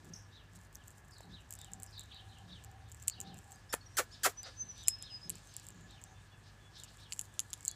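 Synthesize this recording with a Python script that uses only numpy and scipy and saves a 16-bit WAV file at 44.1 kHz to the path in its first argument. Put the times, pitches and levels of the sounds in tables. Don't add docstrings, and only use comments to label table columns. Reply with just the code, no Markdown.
import sys
import numpy as np
from scipy import signal
from scipy.fft import rfft, irfft
from scipy.io import wavfile

SR = 44100
rng = np.random.default_rng(int(sys.argv[2]) if len(sys.argv) > 2 else 0)


def gain_from_db(level_db):
    decades = np.asarray(level_db, float) / 20
    return 10 ** decades


def store_pcm(level_fs):
    pcm = np.round(np.clip(level_fs, -1, 1) * 32767).astype(np.int16)
    wavfile.write(sys.argv[1], SR, np.atleast_2d(pcm).T)


N = 341775

# start in seconds, level in dB, level of the rasp above it in dB.
FALLING_CALLS = [(0.313, -71.5, -71), (1.293, -72.5, -67.5), (1.575, -72, -66), (2.478, -71, -68.5),
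                 (3.24, -72.5, -67), (4.119, -81, -62), (4.764, -69.5, -59), (5.014, -68, -62),
                 (5.876, -74.5, -70.5), (6.744, -70, -58.5), (6.983, -74.5, -65)]


def resonate(x, hz, width):
    r = np.exp(-np.pi * width / SR)
    feedback = [1, -2 * r * np.cos(2 * np.pi * hz / SR), r * r]
    return signal.lfilter(np.array([1, 0, -1]) * (1 - r * r) / 2, feedback, x + 1e-18)


def body(x, modes):
    return sum((-1) ** k * gain_from_db(db) * resonate(x, hz, width) for k, (hz, width, db) in enumerate(modes))


def rms_one(x):
    return x / np.sqrt(np.mean(x ** 2) + 1e-20)


def drift(rate, count=N):
    r = np.exp(-2 * np.pi * rate / SR)
    settle = 9000
    noise = rng.standard_normal(count + settle)
    return rms_one(signal.lfilter([1], [1, -2 * r, r * r], noise)[settle:])


def band(low_hz, high_hz):
    edges = signal.butter(2, [low_hz, high_hz], "band", fs=SR, output="sos")
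    return rms_one(signal.sosfilt(edges, rng.standard_normal(N)))


def span(s, length):
    return np.arange(round(s * SR), min(round((s + length) * SR), N))


def in_time(rows):
    s, *columns = np.transpose(rows)
    at = np.arange(round(s[0] * SR), min(round(s[-1] * SR), N))
    return at, [np.interp(at / SR, s, column) for column in columns]


def swells(table, flat=.6):
    out = np.zeros(N)
    for s, length, db in table:
        at = span(s, length)
        out[at] += gain_from_db(db) * np.abs(np.sin(np.linspace(0, np.pi, len(at)))) ** flat
    return out


def echoes(x, t60, wet_db):
    t = np.arange(SR // 2) / SR
    tail = rng.standard_normal(len(t)) * gain_from_db(-60 * t / t60) * (t > .0012)
    tail /= np.sqrt(np.sum(tail ** 2))
    return x + gain_from_db(wet_db) * signal.fftconvolve(x, tail)[:N]


def notes(table, partials_db, rough, flat, turn=.5):
    out = np.zeros(N)
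    for s, length, start_hz, middle_hz, end_hz, db in table:
        at = span(s, length)
        x = np.linspace(0, 1, len(at))
        bent = x ** (np.log(.5) / np.log(turn))
        hz = np.polyval(np.polyfit([0, .5, 1], [start_hz, middle_hz, end_hz], 2), bent)
        phase = 2 * np.pi * np.cumsum(hz * (1 + rough * drift(170, count=len(at)))) / SR
        waver_db = 60 * rough * drift(43, count=len(at))
        swell = np.abs(np.sin(np.pi * bent ** 0.91)) ** flat * gain_from_db(db + 10.0 + waver_db)
        out[at] += swell * sum(gain_from_db(p) * np.sin((k + 1) * phase) for k, p in enumerate(partials_db))
    return out


def garden():
    # frequency in Hz, density in dB per Hz.
    air_colour = [(18, -60.5), (30, -1.5), (98, -1), (245, -13), (540, -19), (780, -16), (1500, -19),
                  (1720, -20), (2170, -23.5), (7470, -48.5), (14400, -41), (16000, -61)]
    # time in seconds, level in dB.
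    leaf_levels = [(0.0, -65.5), (1.21, -70), (1.96, -65), (3.43, -65), (4.94, -60.5), (5.72, -62.5),
                   (6.52, -66), (6.97, -62), (7.75, -64)]
    hz, db = np.transpose(air_colour)
    grid = np.fft.rfftfreq(N, 1 / SR) + 1
    colour = gain_from_db(np.interp(np.log(grid), np.log(hz), db))
    air = rms_one(irfft(rfft(rng.standard_normal(N)) * colour, N))
    _, (leaf_db,) = in_time(leaf_levels)
    leaves = sum(gain_from_db(leaf_db - 12.5 + 2.2 * drift(9)) * band(low_hz, low_hz * 1.425)
                 for low_hz in (2345, 3200, 4500, 6200))
    drone = rms_one(resonate(resonate(rng.standard_normal(N), 1700, 150), 1700, 150))
    return gain_from_db(-61.0) * air + leaves + gain_from_db(-72.0) * drone


def mains_hum():
    # frequency in Hz, level in dB.
    harmonics = [(50, -66), (100, -61.5), (150, -71)]
    t = np.arange(N) / SR
    return sum(gain_from_db(db + 1.0 + 0.44 * drift(2.2)) * np.sin(2 * np.pi * hz * t) for hz, db in harmonics)


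def far_car():
    # time in seconds, crank rate in Hz, level in dB.
    drive = [
        (0.0, 28, -81),
        (1.5, 32.17, -69.5),
        (3.0, 37.78, -61.5),
        (3.7, 40.35, -74.5),
        (5.7, 39.86, -72.5),
        (6.6, 40, -80),
    ]
    # multiple of the crank rate, level in dB.
    orders = [(2, 5), (3, 4.5), (4, -12)]
    out = np.zeros(N)
    at, (crank_hz, db) = in_time(drive)
    turns = np.cumsum(crank_hz) / SR
    out[at] += sum(gain_from_db(db + rel_db) * np.sin(2 * np.pi * k * turns) for k, rel_db in orders)
    return out


def dove():
    # start in seconds, length in seconds, level in dB.
    coos = [(1.24, 0.046, -65.5), (1.55, 0.36, -65.5), (2.08, 0.42, -66.5), (2.6, 0.29, -65.5),
            (3.16, 0.25, -60.5), (3.43, 0.15, -63), (5.88, 0.32, -68)]
    coo = rms_one(resonate(resonate(rng.standard_normal(N), 776, 70), 776, 70))
    return swells(coos) * coo


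def deck_thuds():
    # start in seconds, length in seconds, level in dB.
    thuds = [(0.01, 0.14, -54.5), (.52, 0.083, -64.5), (1.22, 0.16, -57), (1.7, 0.14, -61),
             (2.4, 0.2, -61.5), (3.16, 0.25, -55), (4.62, 0.089, -60.5), (5.24, 0.13, -54),
             (5.68, 0.27, -61.5), (6.85, 0.17, -74)]
    boom = rms_one(resonate(resonate(rng.standard_normal(N), 181.0, 29.4), 157.5, 42))
    return swells(thuds) * (boom + 0.4 * band(162, 390))


def falls():
    # seconds after the start, pitch in Hz, relative level in dB.
    shape = [
        (0, 3550, -10),
        (.02, 3650, -2.5),
        (.05, 3900, 4),
        (.085, 3200, -2),
        (.125, 2450, -9),
    ]
    out = np.zeros(N)
    for s, db, _ in FALLING_CALLS:
        at, (hz, shape_db) = in_time([(s + after_s, hz, rel_db) for after_s, hz, rel_db in shape])
        blur = 1 + .05 * drift(230, count=len(at))
        phase = 2 * np.pi * np.cumsum(hz * blur) / SR
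        out[at] += gain_from_db(db + 11 + shape_db + 2.7 * drift(60.9, count=len(at))) * np.sin(phase)
    return out


def rasps():
    # start in seconds, length in seconds, level in dB.
    scolds = [(4.429, 0.078, -54.5), (5.24, .2, -64), (5.42, .28, -66), (6.415, 0.11, -67),
              (6.869, 0.034, -62.5), (6.932, 0.025, -67)]
    above_calls = [(s - .02, .1, rasp_db) for s, db, rasp_db in FALLING_CALLS]
    return swells(above_calls + scolds, flat=1.5) * band(3300, 5460) * gain_from_db(2 * drift(60))


def far_birds():
    # start in seconds, length in seconds, start pitch in Hz, end pitch in Hz, level in dB.
    chirps = [(1.107, 0.1, 5820, 3700, -71.5), (1.201, 0.054, 4900, 3900, -73),
              (1.912, 0.072, 4900, 4600, -67), (1.958, 0.076, 3800, 3630, -64),
              (2.085, 0.145, 3850, 3750, -68.5), (2.16, 0.07, 3300, 3000, -72.5),
              (2.27, 0.082, 3950, 3780, -73), (2.31, 0.13, 3300, 3050, -74.5),
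              (2.855, 0.06, 3450, 3900, -79), (3.094, 0.055, 5300, 3900, -65.5),
              (3.128, 0.091, 3200, 2840, -75), (0.76, 0.084, 3300, 3090, -79.5),
              (4.44, 0.022, 4000, 3850, -65), (0.135, 0.009, 5800, 5600, -56),
              (0.157, 0.012, 5800, 5630, -63.5), (7.235, .07, 4600, 3400, -82),
              (1.865, .04, 5400, 5300, -74), (2.12, .07, 4350, 4500, -72), (1.925, .04, 4100, 3900, -72),
              (2.1, 0.043, 3300, 3050, -68), (7.664, 0.042, 4870, 3900, -65),
              (5.68, 0.23, 6950, 6800, -80.5), (5.95, 0.21, 6350, 6500, -82), (3.39, 0.22, 7100, 8500, -85)]
    early_fall = .62
    drops = [(s, length, hz, hz + early_fall * (end_hz - hz), end_hz, db)
             for s, length, hz, end_hz, db in chirps]
    far = falls() + rasps() + notes(drops, [0], rough=.065, flat=.8)
    return echoes(far, t60=.33, wet_db=-4)


def peeps():
    # start in seconds, length in seconds, top of the first partial in Hz,
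    # end pitch as a share of the top, level in dB.
    peep_rows = [(2.99, 0.035, 2050, 0.97, -71), (3.525, 0.035, 2170, 0.9, -66),
                 (3.69, 0.039, 1830, 0.76, -56.5), (3.929, 0.065, 2090, 0.9, -65),
                 (4.109, 0.051, 1760, .87, -59.5), (4.213, 0.05, 2050, .89, -66),
                 (4.288, 0.035, 1930, 0.85, -69)]
    partials_db = [-22, -19, -5.5, -15, -26, -29, -40]
    climb_hz_per_s = 8200
    arches = [(s, length, hz - climb_hz_per_s * length, hz, end * hz, db)
              for s, length, hz, end, db in peep_rows]
    return echoes(notes(arches, partials_db, rough=.006, flat=.9), t60=.3, wet_db=-13)


def whistles():
    # start in seconds, length in seconds, pitch in Hz, glide in Hz, level in dB.
    whistle_rows = [(3.806, 0.022, 4440, -80, -65), (4.43, .018, 4900, -130, -57.5),
                    (4.442, .02, 4980, -52, -60), (4.445, .025, 4400, -51, -62),
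                    (3.856, 0.028, 5860, -300, -64), (4.731, 0.13, 6020, 3, -67),
                    (4.368, 0.048, 5930, 128, -53.5), (4.56, 0.051, 6050, 203, -62),
                    (4.589, 0.053, 6160, -63, -47), (4.68, 0.049, 6065, -250, -53),
                    (4.85, 0.13, 5124, 39, -51.5), (4.96, 0.12, 5140, -57, -62),
                    (5.09, 0.097, 5100, -100, -54), (5.211, 0.07, 5130, -33, -62),
                    (6.118, .13, 3350, 454, -80.5), (6.576, 0.14, 3455, -73, -77.5),
                    (6.3, 0.078, 3400, 50, -75), (7.29, .1, 3450, -40, -82), (3.54, 0.05, 4900, -100, -77),
                    (7.55, 0.18, 2100, 277, -81), (7.685, 0.073, 3410, 7, -72),
                    (5.227, 0.087, 6370, 54, -75), (5.45, .09, 6250, 148, -72),
                    (6.31, 0.067, 3060, -650, -79), (6.054, .06, 3700, -51, -83)]
    glides = [(s, length, hz, hz + glide_hz / 2, hz + glide_hz, db)
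              for s, length, hz, glide_hz, db in whistle_rows]
    return echoes(notes(glides, [0], rough=.004, flat=1.5), t60=.42, wet_db=-6.5)


def hollow_pops():
    # time in seconds, peak in dB.
    pops = [
        (1.206, -47),
        (3.7403, -25.5),
    ]
    tap = np.zeros(N)
    for s, db in pops:
        tap[round(s * SR)] = -gain_from_db(db) * 25
    return body(tap, [(604, 480, 5.1), (995, 190, 4.9)])


def crackle():
    # start in seconds, length in seconds, level in dB.
    rustles = [(.04, 0.067, -73), (.12, 0.084, -70), (.545, 0.033, -65), (.585, 0.089, -71),
               (.725, .05, -72), (.83, .1, -74), (.95, 0.06, -72), (1.04, 0.23, -75), (1.395, 0.031, -73),
               (1.5, .07, -64), (1.58, .2, -78), (1.81, .14, -76), (2.0, 0.43, -86), (2.88, .2, -75),
               (3.2, 0.041, -67), (3.33, 0.28, -74), (4.75, .1, -73), (5.3, .1, -72), (5.43, .1, -72),
               (5.56, .16, -69.5), (6.77, 0.063, -69), (6.835, 0.02, -59), (6.87, 0.19, -74),
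               (7.08, 0.21, -69), (7.28, .47, -74)]
    grain_hz, tilt_db = (6900, 14000), -19
    sizes = gain_from_db(3.5 * np.minimum(rng.exponential(1, N), 3.5)) * rng.choice([-1, 1], N)
    born = rng.random(N) < 5000 * gain_from_db(5 * drift(40)) / SR
    dealt = rng.integers(0, 6, N)
    grains = sum(gain_from_db(tilt_db * k / 5) * resonate(sizes * born * (dealt == k), hz, 0.26 * hz)
                 for k, hz in enumerate(np.geomspace(*grain_hz, num=6)))
    return (gain_from_db(-83.0) + swells(rustles, flat=0.54)) * rms_one(grains)


def seal(s, length, first_hz, flutter_db, hiss_db):
    slack_hz, slowing = 487.5, 1.2
    full_at, fade_at, tail = .45, .7, 1.9
    share = np.array([0, full_at / 2, full_at, fade_at, (fade_at + 1) / 2, 1, tail])
    marks = [0, full_at, fade_at, 1, tail]
    slowed = np.cos(np.pi / 2 * np.minimum(share, 1)) ** (2 * slowing)
    hz = slack_hz + (first_hz - slack_hz) * slowed
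    uneven = np.interp(share, [full_at / 2, fade_at], (.09, .4))
    flutter = flutter_db + np.interp(share, marks, (-8, 2, 0, -14, -62))
    hiss = hiss_db + np.interp(share, marks, (-6, -1.5, -6, -24, -43))
    return np.c_[s + length * share, hz, flutter, hiss, uneven]


def smacks():
    # start in seconds, length in seconds, first flutter in Hz, flutter level in dB, hiss level in dB.
    smack_rows = [
        (3.726, 0.02, 2008, -29, -32.5),
        (3.969, 0.041, 1900, -25, -26),
        (4.233, .048, 1800, -24, -23.5),
        (4.427, 0.085, 799, -53, -75),
    ]
    # frequency in Hz, width in Hz, level in dB.
    cavity = [(424, 293, 3), (646, 336, 3), (1210, 300, 1), (1800, 760, -3), (3400, 620, -83)]
    # frequency in Hz, width in Hz, level in dB.
    port = [(4890, 4600, -5.5), (7480, 820, 2.5), (9950, 2700, -8), (15300, 1900, -9)]
    out = np.zeros(N)
    for row in smack_rows:
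        at, (hz, flutter_db, hiss_db, uneven) = in_time(seal(*row))
        turns = np.cumsum(hz * np.exp(uneven * drift(500, count=len(at)))) / SR
        strength = gain_from_db(8.6 * uneven * rng.standard_normal(len(at)))
        pulses = np.diff(np.floor(turns), prepend=0) * strength * SR / hz / 8
        gate = 0.36 + np.exp(-5 * (turns % 1))
        hiss = rms_one(body(gate * rng.standard_normal(len(at)) - 1.4 * pulses, port))
        out[at] -= gain_from_db(flutter_db + 8.5) * body(pulses, cavity) - gain_from_db(hiss_db) * hiss
    return echoes(out, t60=0.11, wet_db=-11.0)


def cracks():
    # time in seconds, peak in dB, ring in Hz,
    # kernel knock in relative dB, husk snap in relative dB.
    splits = [(0.755, -35.5, 6200, -30, -8), (1.735, -28.5, 7600, -29, -12), (1.8324, -32, 8260, -22, 3),
              (3.0808, -13.5, 7620, -20.5, -26), (3.0834, -22.5, 7660, -11.5, 1.5),
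              (3.0983, -26, 7100, -11.5, -14), (3.203, -27.5, 7600, -19, -19),
              (3.213, -28.5, 7100, -20, -11), (4.8746, -27, 7320, -24, -19), (4.883, -7.5, 7490, -18, -3),
              (4.888, -22, 7550, -16, 0), (5.2958, -26.5, 7460, -20, 3.5), (5.3019, -30.5, 8260, -8, 10.5),
              (5.566, -28, 7800, -19.5, -1), (7.1227, -30.5, 7600, -1.5, -2),
              (7.1272, -27.5, 7460, -13, -7), (7.193, -20.5, 7460, -15, -5), (7.3933, -17, 6660, -9.5, -5),
              (7.402, -22, 7250, -15.5, -4), (7.5318, -24.5, 6600, -10, -4), (7.5372, -29, 7280, -6.5, 0),
              (7.651, -25, 7540, -36, -4), (7.6805, -14.5, 7250, -37, -22), (7.7137, -33, 6860, -32, -2)]
    # time in seconds, peak in dB, husk snap in
    # relative dB.
    more_crack_rows = [(0.047, -53, 2), (0.054, -52, -4), (0.7498, -45, 1), (0.8808, -39.5, -9),
                       (1.5075, -34, -0.5), (1.5253, -32.5, -13), (1.5378, -36.5, 2), (1.5527, -40, -2),
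                       (1.6455, -38, -14), (1.9945, -33, -14), (2.9174, -39, -7), (3.0751, -34, -18),
                       (3.086, -40, 0), (3.0898, -37, -13), (3.5196, -38, -8), (3.7404, -26.5, 5),
                       (3.7483, -31, 5), (4.896, -44, 1), (5.025, -31, 0), (5.6674, -38, -7),
                       (5.6866, -34.5, -12), (6.0388, -34.5, -13), (6.836, -34.5, -8), (6.8425, -43, -12),
                       (7.1337, -27.5, -15), (7.197, -38, -7), (7.2126, -29.5, 1), (7.3992, -42, 5),
                       (7.658, -30, -18), (7.6865, -32, -13)]
    # time in seconds, peak in dB,
    # fibre tick in relative dB.
    nibble_rows = [(0.0674, -58, -9), (0.2239, -61, -9), (0.3694, -72, -9), (0.5274, -64, -9),
                   (0.5337, -56, -9), (0.5514, -55, -9), (0.5554, -56, -9), (0.558, -51, -9),
                   (0.5886, -55, -9), (0.6034, -63, -9), (0.6135, -54, -9), (0.6494, -58, -9),
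                   (0.7684, -54, -9), (0.7844, -64, -9), (0.838, -55, -9), (0.9048, -47, -9),
                   (0.9134, -52, -9), (0.981, -51, -9), (1.0475, -57, -9), (1.0534, -62, -9),
                   (1.0834, -54, -9), (1.1099, -52, -11), (1.1827, -48, -9), (1.2072, -47, -9),
                   (1.2311, -56, -9), (1.2544, -61, -9), (1.3219, -61, -9), (1.4062, -59, -9),
                   (1.4134, -59, -9), (1.4464, -64, -9), (1.5888, -42, -7), (1.6004, -54, -9),
                   (1.6142, -40, -7), (1.6604, -62, -12), (1.7998, -44, -7), (1.863, -45, -11),
                   (1.9096, -54, -9), (2.0077, -42, -9), (2.0328, -52, -7), (2.0374, -52, -7),
                   (2.0572, -56, -9), (2.145, -53, -9), (2.385, -53, -9), (2.6384, -47, -6),
                   (2.646, -43.5, -4), (2.714, -54, -5), (2.8878, -56, -9), (2.9214, -44, -9),
                   (2.9457, -44, -9), (2.9692, -54, -9),
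                   (2.9844, -61, -11), (2.9986, -49, -11), (3.022, -45, -11), (3.0255, -40.5, -8),
                    (3.0364, -47, -11), (3.2644, -65, -11), (3.3428, -47, -6), (3.3717, -50, -9),
                    (3.3807, -48, -9), (3.3878, -44, -8), (3.4421, -54, -11), (3.5584, -51, -11),
                    (4.4306, -38, -9), (4.7795, -49, -11), (4.8314, -47, -11), (4.8369, -44, -11),
                    (4.9876, -53, -9), (5.3545, -40.5, -11), (5.3822, -52, -11), (5.3934, -58, -11),
                    (5.4574, -57, -11), (5.472, -49, -11), (5.539, -45, -11), (5.5972, -43, -13),
                    (5.7039, -45, -11), (5.7454, -56, -11), (5.8092, -53, -11), (5.909, -50, -11),
                    (6.788, -53, -11), (6.7989, -43, -11), (6.9044, -58, -11), (6.9174, -59, -11),
                    (6.9706, -50, -11), (6.989, -58, -11), (7.1624, -48, -11), (7.2184, -45, -11),
                    (7.2534, -48, -11), (7.3397, -50, -11), (7.503, -44, -11), (7.5762, -52, -11),
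                    (7.6071, -42, -14),
                   (.875, -52, -6), (1.491, -56, -14), (1.7177, -49, -6), (1.84, -45, -6), (1.982, -58, 8),
                (2.897, -56, 0), (3.507, -53, -6), (3.511, -52, -2), (5.651, -49, -12), (6.015, -49, -10),
                (6.021, -53, -10), (7.108, -49, -18), (7.188, -50, -18), (7.508, -50, -14),
                (.7275, -55, -2), (1.8225, -43, -8), (3.5255, -46, -8), (5.631, -53, -11),
                (7.1704, -52, -18), (7.1744, -53, -18), (7.178, -47, -18), (7.6288, -44, -12),
                (7.6637, -44, -12), (7.645, -50, -10), (7.672, -46, -12)]
    # time in seconds, fibre tick in relative dB, kernel knock in Hz.
    facing = [(0, -4, 3300), (1.5, -3, 2800), (1.74, -18, 2800), (1.85, -8, 2800), (3.08, -10, 2800),
              (4.87, -20, 2510), (5.3, -14, 2800), (5.67, -8, 3200), (6.8, -18, 3000), (7.13, -16, 2800),
              (7.2, -15, 3120), (7.4, -17, 3280), (7.54, -14, 3500), (7.75, -16, 3000)]
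    part_widths = [1900, 3000, 1700, 1490, 3000, 1100]
    hull_hz, fibre_hz, thump_hz = 7550, 13800, 1300
    upper_knock = 1.6
    lag_s, lift_db = .0007, 2.5

    more_cracks = [(s, db, hull_hz, -18.5, snap_db) for s, db, snap_db in more_crack_rows]
    nibbles = [(s + lag_s, db + lift_db, hull_hz, -17, -3 + .6 * fibre_db, fibre_db)
               for s, db, fibre_db in nibble_rows]
    turn_s, turn_db, turn_hz = np.transpose(facing)
    faced = [(*row, np.interp(row[0], turn_s, turn_db)) for row in splits + more_cracks]
    chances = rng.normal(0, 1, (999, 5))
    out = np.zeros(N + 256)
    for (s, db, ring_hz, knock_db, snap_db, fibre_db), chance in zip(faced + nibbles, chances):
        click = np.eye(1, 256)[0] * gain_from_db(db) * SR / 1.53
        snap_hz = 10450 * np.exp(.084 * chance[3])
        knock_hz = np.interp(s, turn_s, turn_hz)
        parts = [(ring_hz, 0),
                 (snap_hz, snap_db - 0.5),
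                 (knock_hz, knock_db + chance[0]),
                 (upper_knock * knock_hz, knock_db - 1.5 + 2 * chance[1]),
                 (fibre_hz, fibre_db),
                 (thump_hz, knock_db - 16 + 2 * chance[4])]
        for (hz, rel_db), width in zip(parts, part_widths):
            hz = hz * (1 + .015 * chance[2])
            ring = resonate(resonate(click, hz, width), hz, width * 0.52)
            out[round(s * SR):][:256] += gain_from_db(rel_db) / width * ring
    out = out[:N]
    rustle = echoes(out, t60=0.069, wet_db=-13) - out
    return out + resonate(rustle, 6800, 7900)


def scene():
    background = garden() + mains_hum() + far_car() + dove() + deck_thuds()
    birds = far_birds() + peeps() + whistles()
    foreground = hollow_pops() + crackle() + smacks() + cracks()
    return (background + birds + foreground)[None]


def top_cut(x):
    return signal.sosfilt(signal.butter(12, 16530, fs=SR, output="sos"), x)


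def record(dry):
    x = signal.sosfilt(signal.butter(5, 43, "high", fs=SR, output="sos"), dry)
    x = signal.sosfilt(signal.cheby2(12, 24, 15450, fs=SR, output="sos"), x)
    return top_cut(x)


dry = scene()
out = record(dry)
store_pcm(out)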